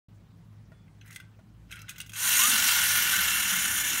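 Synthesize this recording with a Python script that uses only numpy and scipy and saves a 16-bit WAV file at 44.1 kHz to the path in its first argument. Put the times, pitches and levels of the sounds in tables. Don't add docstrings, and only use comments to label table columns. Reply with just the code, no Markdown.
import sys
import numpy as np
from scipy import signal
from scipy.io import wavfile
from scipy.ndimage import uniform_filter1d

SR = 44100
rng = np.random.default_rng(int(sys.argv[2]) if len(sys.argv) > 2 else 0)


def output_pcm(signal):
    pcm = np.clip(np.atleast_2d(signal).T, -1, 1) * 32767
    wavfile.write(sys.argv[1], SR, np.round(pcm).astype(np.int16))


def volts_from_decibels(level):
    exponent = np.asarray(level, float) / 20
    return 10 ** exponent


N = 176400
T = np.arange(N) / SR

# time in seconds, level in dB.
DRIVE = [(2.13, -54), (2.165, -37), (2.21, -30), (2.26, -25), (2.33, -21.5), (2.43, -21), (2.51, -22),
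         (2.55, -22), (2.68, -23.5), (2.95, -24), (3.2, -25), (3.5, -26.5), (3.75, -27.5), (4.0, -28)]
# frequency in Hz, density in dB per Hz.
GRIND_HELD = [(500, -19), (900, -18), (1300, 4), (3300, 2.5), (4900, 0), (6200, 0.5), (8800, 4),
              (14000, -5)]
GRIND_FREE = [(500, 0), (800, -36), (1510, 6.5), (3900, 1), (4700, 1.5), (5900, 2.5), (9000, -1),
              (15400, -4.5)]
GRIND_FAR = [(500, 0), (800, -43), (1510, 5.5), (3900, -0.5), (4700, -6.5), (5900, 0), (9000, -2.5),
             (15400, -7)]
# frequency in Hz, width in
# Hz, levels held, just free and far off in dB.
TOY_MODES = [(950, 110, -13, -14, -16), (1425, 110, 5, 8, 3), (1530, 100, 6, 7, 7), (1740, 70, -3, 1, 3),
             (2130, 90, 1, 5, 6), (2440, 80, -7, -6, -2), (2750, 100, -2, 1, 2), (2990, 80, -8, -9, -4),
             (3200, 150, -4, -10, -10), (3454, 150, -7, -4, -5), (4050, 150, -4, -2, -4),
             (5330, 150, -5, -3, -7),
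             (6010, 300, 1.5, -2, -2), (6550, 210, -2, -18, -11), (6970, 300, -3, -13, -2),
        (8550, 230, 0, -8, -5), (9800, 610, 3, 0.5, 2.5), (11280, 280, -9, -10, -9),
        (12900, 380, -1, -11, -10)]
# time in seconds, pitch in Hz, level in dB.
MESH = [(2.2, 480, -59), (2.3, 760, -68), (2.37, 950, -45), (2.41, 1082, -29), (2.45, 1210, -28.5),
        (2.49, 1340, -36), (2.55, 1436, -43), (2.9, 1480, -33.5)]
# time in seconds, peak in dB, brightness in dB, rattle t60 in seconds.
KNOCKS = [(0.8796, -50, -27, 0.045), (1.012, -36, -22, 0.11), (1.0773, -46, 3, 0.084),
          (1.1078, -34.5, -1.5, 0.046), (1.1184, -36, -5, 0.065), (1.1267, -33, -2, 0.071),
          (1.1466, -47, 11, 0.095), (1.1601, -21.5, -2.5, 0.038), (1.2005, -29.5, -11, 0.058),
          (1.698, -42, -24, 0.068), (1.708, -35, -5, 0.06), (1.714, -32, -0.5, 0.055),
          (1.7241, -25.5, -7, 0.071), (1.756, -39, 0.5, 0.077), (1.768, -29, -27, 0.054),
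          (1.791, -38, -2, 0.055), (1.8167, -37, 5, 0.035), (1.8822, -26, -20, 0.076),
          (1.8875, -27, -15, 0.044), (1.8925, -20.5, -3.5, 0.061), (1.9044, -26, -8, 0.074),
          (1.9594, -32, -8, 0.067), (1.9815, -29, 1, 0.063), (2.002, -19.5, -3.5, 0.054),
          (2.0138, -31, 5.5, 0.044), (2.062, -40.5, 2, 0.093), (2.0942, -31, 0.5, 0.06),
          (2.1191, -35, 2, 0.029), (2.1341, -28, 1, 0.049), (2.156, -23, -18, 0.06)]
# frequency in Hz, level in dB, t60 in seconds.
KNOCK_MODES = [(1553, 3.5, 0.035), (2050, 0, 0.036), (2580, 0, 0.03), (3300, -15, 0.11),
               (6480, -17.5, 0.019), (8300, -26, .025), (11200, -15, 0.031)]
# frequency in Hz, density in dB per Hz.
KNOCK_TONE = [(470, -52), (800, -26), (1500, 5.5), (2660, 8.5), (4810, -0.5), (6480, 5.5), (15400, -1.5)]
# time in seconds, frequency in Hz, peak in dB.
RINGS = [(1.0116, 6150, -54), (1.0112, 4070, -54), (0.8793, 2090, -58), (1.109, 2000, -45),
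         (1.109, 7900, -54), (1.1605, 2030, -38), (1.1605, 8700, -39), (1.2005, 3400, -46.5),
         (1.1999, 1550, -44), (1.2005, 5050, -51), (1.715, 2600, -37), (1.715, 3900, -44),
         (1.7257, 2250, -35), (1.7257, 3250, -37.5), (1.7567, 3250, -47), (1.792, 5850, -55),
         (1.817, 5100, -54), (1.8928, 6700, -35), (1.8941, 2500, -36), (1.9613, 2770, -48),
         (2.002, 2800, -35), (2.0011, 3650, -40), (2.0939, 3250, -41), (2.135, 2600, -39),
         (2.154, 3200, -38), (2.978, 2140, -34)]
# time in seconds, peak in dB, frequency in Hz.
TICKS = [(1.708, -44, 1590), (1.7208, -45, 1554), (1.736, -41, 1436), (1.7564, -45, 1595),
         (1.7674, -42, 1490), (1.7973, -48, 1340), (1.8114, -51, 1370), (1.8277, -46, 1305),
         (1.843, -44, 1480), (1.864, -52.5, 1520), (1.884, -50, 1500), (1.908, -47, 1610),
         (1.9244, -47, 1510), (1.955, -53, 1540), (1.9834, -47, 1470), (2.0418, -53, 1590),
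         (2.0656, -56, 1520)]
# start in seconds, length in seconds, level in dB, loudest ring in Hz,
# upper rings in dB.
CREEP = [
    (1.04, 0.12, -58.5, 1970, -10),
    (1.684, 0.166, -58, 1420, 4),
    (1.84, 0.234, -63.5, 1540, 2),
]
# frequency in Hz, width in Hz, level in dB.
CREEP_LINES = [(2250, 55, -6), (2690, 81, -6), (3100, 58, -10), (3960, 50, -9), (5050, 45, -5)]
# frequency in Hz, density in dB per Hz.
CREEP_TONE = [(470, -47), (800, -37), (1520, 6), (2620, -9), (4520, -33), (6640, -20), (15400, -19)]
# time in seconds, frequency in Hz, length in seconds, level in dB.
THUDS = [
    (2.512, 231, 0.072, -45),
    (2.731, 960, 0.02, -41.5),
    (3.941, 300, 0.03, -47),
]
# time in seconds, level in dB.
RUMBLE = [(2.2, -47), (2.5, -53.5), (3.1, -46), (3.5, -51.5), (4.0, -51.5)]
# frequency in Hz, density in dB per Hz.
RUMBLE_TONE = [(30, -42), (70, 4.5), (119, -15), (162, 1.5), (300, -8), (430, -17.5)]
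# time in seconds, peak in dB, ring in dB.
TAPS = [
    (0.719, -52, 1),
    (1.391, -51.5, -1.5),
]
# frequency in Hz, level in dB, t60 in seconds.
TAP_MODES = [(650, 16, 0.16), (960, 4, 0.12), (1420, 14.5, 0.091), (1870, 7, 0.076), (2680, -19, .04)]
# frequency in Hz, width in Hz, level in dB.
DRONE = [(54.3, 2, -61.5), (105.7, 4.1, -54), (161, 14.4, -59.5)]
# frequency in Hz, density in dB per Hz.
ROOM = [(15, -61), (25, -35), (110, -6.5), (132, -13), (169, -7.5), (348, -24.5), (388, -34.5), (1050, -30),
        (15400, -52.5)]


def rms_one(x):
    return x / np.sqrt(np.mean(x ** 2) + 1e-20)


def in_time(rows):
    s, *columns = np.transpose(rows)
    return [np.interp(T, s, c) for c in columns]


def at_hz(points, hz):
    points_hz, points_db = np.transpose(points)
    return np.interp(np.log(hz), np.log(points_hz), points_db, left=-70)


def drift(rate_hz):
    r = np.exp(-80 * np.pi * rate_hz / SR)
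    slow = signal.lfilter([1], [1, -2 * r, r * r], rng.standard_normal(N // 40 + 2002))[2000:]
    return np.interp(np.arange(N) / 40, np.arange(len(slow)), rms_one(slow))


def resonate(x, hz, width_hz):
    r = np.exp(-np.pi * width_hz / SR)
    poles = [1, -2 * r * np.cos(2 * np.pi * hz / SR), r * r]
    return signal.lfilter([(1 - r * r) / 2, 0, (r * r - 1) / 2], poles, x)


def filtered(x, order, hz, kind):
    return signal.sosfilt(signal.butter(order, hz, kind, fs=SR, output="sos"), x)


def coloured(source, level_db, patchy_db, rate_hz):
    edges_hz = 25 * 2 ** (np.arange(30) / 3)
    out = np.zeros(N)
    for k, (a, b) in enumerate(zip(edges_hz, edges_hz[1:])):
        band_db = level_db(np.sqrt(a * b))
        if np.max(band_db) > -60:
            band = signal.sosfilt(signal.butter(2, [a, b], "band", fs=SR, output="sos"), source[k % 2])
            out += volts_from_decibels(band_db + patchy_db * drift(rate_hz)) * band
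    return rms_one(out)


def grains(rate_per_s, spread_db):
    size = volts_from_decibels(spread_db * np.minimum(rng.exponential(1, (2, N)), 5)) * rng.choice([-1, 1], (2, N))
    return rms_one(size * (rng.random((2, N)) < rate_per_s / SR) + 1e-9)


def struck(s, db, modes, spread_db):
    out = np.zeros(N)
    luck = rng.standard_normal((len(s), len(modes)))
    for k, (hz, mode_db, t60_s) in enumerate(modes):
        clicks = np.full(N, 1e-18)
        clicks[(np.array(s) * SR).astype(int)] = volts_from_decibels(db + mode_db + spread_db * luck[:, k])
        r = volts_from_decibels(-60 / (min(t60_s, .07) * SR))
        w = 2 * np.pi * hz / SR
        out += signal.lfilter([0, np.sin(w)], [1, -2 * r * np.cos(w), r * r], clicks)
    return out


def gears():
    release_s, release_fade_s = 2.52, 0.041
    turn_s, turn_length_s = 2.7, 0.93
    wobble_hz, sag_hz_per_s, wobble_db = 45.53, 6, 0.87
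    free = np.clip((T - release_s) / release_fade_s + .5, 0, 1)
    far = np.clip((T - turn_s) / turn_length_s, 0, 1)

    def blend(held_db, free_db, far_db):
        return held_db * (1 - free) + free_db * (free - far) + far_db * far

    def grind_db(hz):
        return blend(at_hz(GRIND_HELD, hz), at_hz(GRIND_FREE, hz), at_hz(GRIND_FAR, hz))

    teeth = grains(rate_per_s=9000, spread_db=2.5)
    grind = coloured(teeth, grind_db, patchy_db=2, rate_hz=40)
    shell = np.zeros(N)
    for k, (hz, width_hz, *levels_db) in enumerate(TOY_MODES):
        flicker_db = 1.3 * drift(22) + 1.6 * drift(5)
        shell += (-1) ** k * volts_from_decibels(blend(*levels_db) + flicker_db) * resonate(teeth[k % 2], hz, width_hz)
    body = filtered(grind + rms_one(shell), 2, 850, "high")
    body = body + 1.3 * resonate(body, 12950, 350) * np.exp(-((T - 3.05) / .16) ** 2)
    body = body / np.sqrt(uniform_filter1d(body ** 2, size=8000))

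    turns = np.cumsum(wobble_hz - sag_hz_per_s * (T - release_s) + 3.26 * drift(2.5)) / SR
    shake_db = wobble_db * np.sin(2 * np.pi * turns) + 0.81 * drift(29)
    level_db, = in_time(DRIVE)
    body = body * volts_from_decibels(level_db + shake_db + 0.5) * (T > 2.13)

    mesh_hz, mesh_db = in_time(MESH)
    whine = np.sin(2 * np.pi * np.cumsum(mesh_hz + 15 * drift(34)) / SR)
    whine = whine * volts_from_decibels(mesh_db + 2 * drift(30)) * (T > 2.2) * (T < 2.9)
    squeak = volts_from_decibels(-27) * np.exp(-.5 * ((T - 2.417) / .007) ** 2) * np.sin(2 * np.pi * 2185 * T)
    return body + whine + squeak


def knocks():
    attack_s, ring_db, split_hz = 0.0004, -24, 4700
    s, db, bright_db, t60_s = np.transpose(KNOCKS)
    noise = coloured(grains(14000, 1.2), lambda hz: at_hz(KNOCK_TONE, hz), patchy_db=2.5, rate_hz=16)
    ringing = sum(volts_from_decibels(mode_db) * resonate(noise, hz, 200) for hz, mode_db, _ in KNOCK_MODES)
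    noise = .5 * noise + rms_one(ringing)
    low = rms_one(filtered(noise, 4, split_hz, "low"))
    high = rms_one(filtered(noise, 4, split_hz, "high"))
    after_s = T - s[:, None]
    fall = volts_from_decibels(db[:, None] - 60 * np.abs(after_s) / t60_s[:, None])
    fall = fall * np.clip(after_s / attack_s, 0, 1)
    dull = np.sqrt((fall ** 2).sum(0))
    bright = np.sqrt(volts_from_decibels(2 * bright_db) @ fall ** 2)
    rattle = volts_from_decibels(-18) * dull * low + volts_from_decibels(-12.5) * bright * high
    low_modes = struck(s, db + ring_db, KNOCK_MODES[:4], spread_db=4.5)
    high_modes = struck(s, db + bright_db + ring_db, KNOCK_MODES[4:], spread_db=6)
    return rattle + low_modes + high_modes


def rings():
    parts = [(s, hz, db, 0.053 * (2000 / hz) ** 0.48) for s, hz, db in RINGS]
    ticks = [(s, hz, db - 2, .07) for s, db, hz in TICKS]
    out = np.zeros(N + 6000)
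    t = T[:6000]
    for s, hz, db, t60_s in parts + ticks:
        start = int(s * SR)
        decay = volts_from_decibels(db - 60 * t / t60_s) * np.clip(t / .001, 0, 1)
        out[start:start + len(t)] += decay * np.sin(2 * np.pi * hz * t)
    return out[:N]


def creep():
    fade_s, ring_db = 0.027, 3
    touches = grains(5500, 4.3)
    lines = sum(volts_from_decibels(db + 3.5 * drift(25)) * resonate(touches[1], hz, w) for hz, w, db in CREEP_LINES)
    rustle = coloured(touches, lambda hz: at_hz(CREEP_TONE, hz), patchy_db=6, rate_hz=26)
    out = np.zeros(N)
    for s, length_s, db, hz, upper_db in CREEP:
        gate = np.clip(np.minimum(T - s, s + length_s - T) / fade_s, 0, 1)
        ring = rms_one(volts_from_decibels(upper_db) * lines + resonate(touches[0], hz, 90))
        out += volts_from_decibels(db) * gate * (rustle + volts_from_decibels(ring_db) * ring)
    return volts_from_decibels(1.3 * drift(30)) * out


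def hall(x):
    bounce_s, bounce_gain, t60_s, tail_db = 0.0003315, 0.39, 0.28, -14.5
    band = signal.butter(1, [4100, 10700], "band", fs=SR)
    bounce = signal.lfilter(*band, np.interp(T - bounce_s, T, x))
    t = T[:SR // 2]
    tail = rng.standard_normal(SR // 2) * volts_from_decibels(-60 * t / t60_s) * (t > .006)
    tail = signal.lfilter([1], [1, -.6], tail)
    diffuse = signal.fftconvolve(x, tail / np.linalg.norm(tail))[:N]
    return (x + bounce_gain * bounce) / np.hypot(1, bounce_gain) + volts_from_decibels(tail_db) * diffuse


def hum(hz, width_hz):
    return rms_one(resonate(rng.standard_normal(N), hz, width_hz))


def low_rumble():
    def tone_db(hz):
        return at_hz(RUMBLE_TONE, hz) - 50 * (hz > 450)

    level_db, = in_time(RUMBLE)
    rumble = coloured(rng.standard_normal((2, N)), tone_db, patchy_db=3, rate_hz=4.8)
    rumble = rumble * volts_from_decibels(level_db + 1) * np.clip((T - 2.2) / 0.15, 0, 1)
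    thuds = sum(volts_from_decibels(db) * np.exp(-((T - s) / length_s) ** 2) * hum(hz, 28) for s, hz, length_s, db in THUDS)
    return rumble + thuds


def distant_sounds():
    s, db, ring_db = np.transpose(TAPS)
    after_s = T - s[:, None]
    puff = ((after_s > 0) * volts_from_decibels(db[:, None] - 12 - 60 * np.abs(after_s) / .09)).sum(0)
    puff = puff * hum(1100, 1100)
    squeak = np.sin(2 * np.pi * np.cumsum(3440 + 15 * drift(30)) / SR)
    squeak = squeak * volts_from_decibels(-75.5 + 2.8 * drift(20)) * np.exp(-((T - .795) / .07) ** 4)
    return puff + squeak + struck(s, db + ring_db - 17, TAP_MODES, spread_db=1.5)


def room():
    noise = rng.standard_normal((2, N))
    air = volts_from_decibels(-59) * coloured(noise, lambda hz: at_hz(ROOM, hz), patchy_db=2.5, rate_hz=15)
    drone = sum(volts_from_decibels(db) * hum(hz, width_hz) for hz, width_hz, db in DRONE)
    return air + drone * volts_from_decibels(-3.5 * np.clip((T - 2.33) / 0.031, 0, 1))


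def scene():
    handled = filtered(knocks() + rings() + creep(), 4, 1130, "high")
    toy = hall(gears() + handled)
    toy = toy - resonate(toy, 10520, 600) * np.exp(-((T - 2.33) / .12) ** 4)
    mono = toy + low_rumble() + distant_sounds() + room()
    return np.array([mono, mono])


def low_pass(x):
    return signal.sosfilt(signal.butter(12, 16970, fs=SR, output="sos"), x)


def record(dry):
    start_s, fade_s, cutoff_hz = .084, 0.0026, 15740
    limited = .6 * np.tanh(dry / .6)
    cut = signal.sosfilt(signal.ellip(12, .5, 70, cutoff_hz, fs=SR, output="sos"), limited)
    cut = cut + 0.57 * resonate(cut, 15800, 1300)
    mix = cut * np.clip((T - start_s) / fade_s, 0, 1)
    return low_pass(mix)


dry = scene()
out = record(dry)
output_pcm(out)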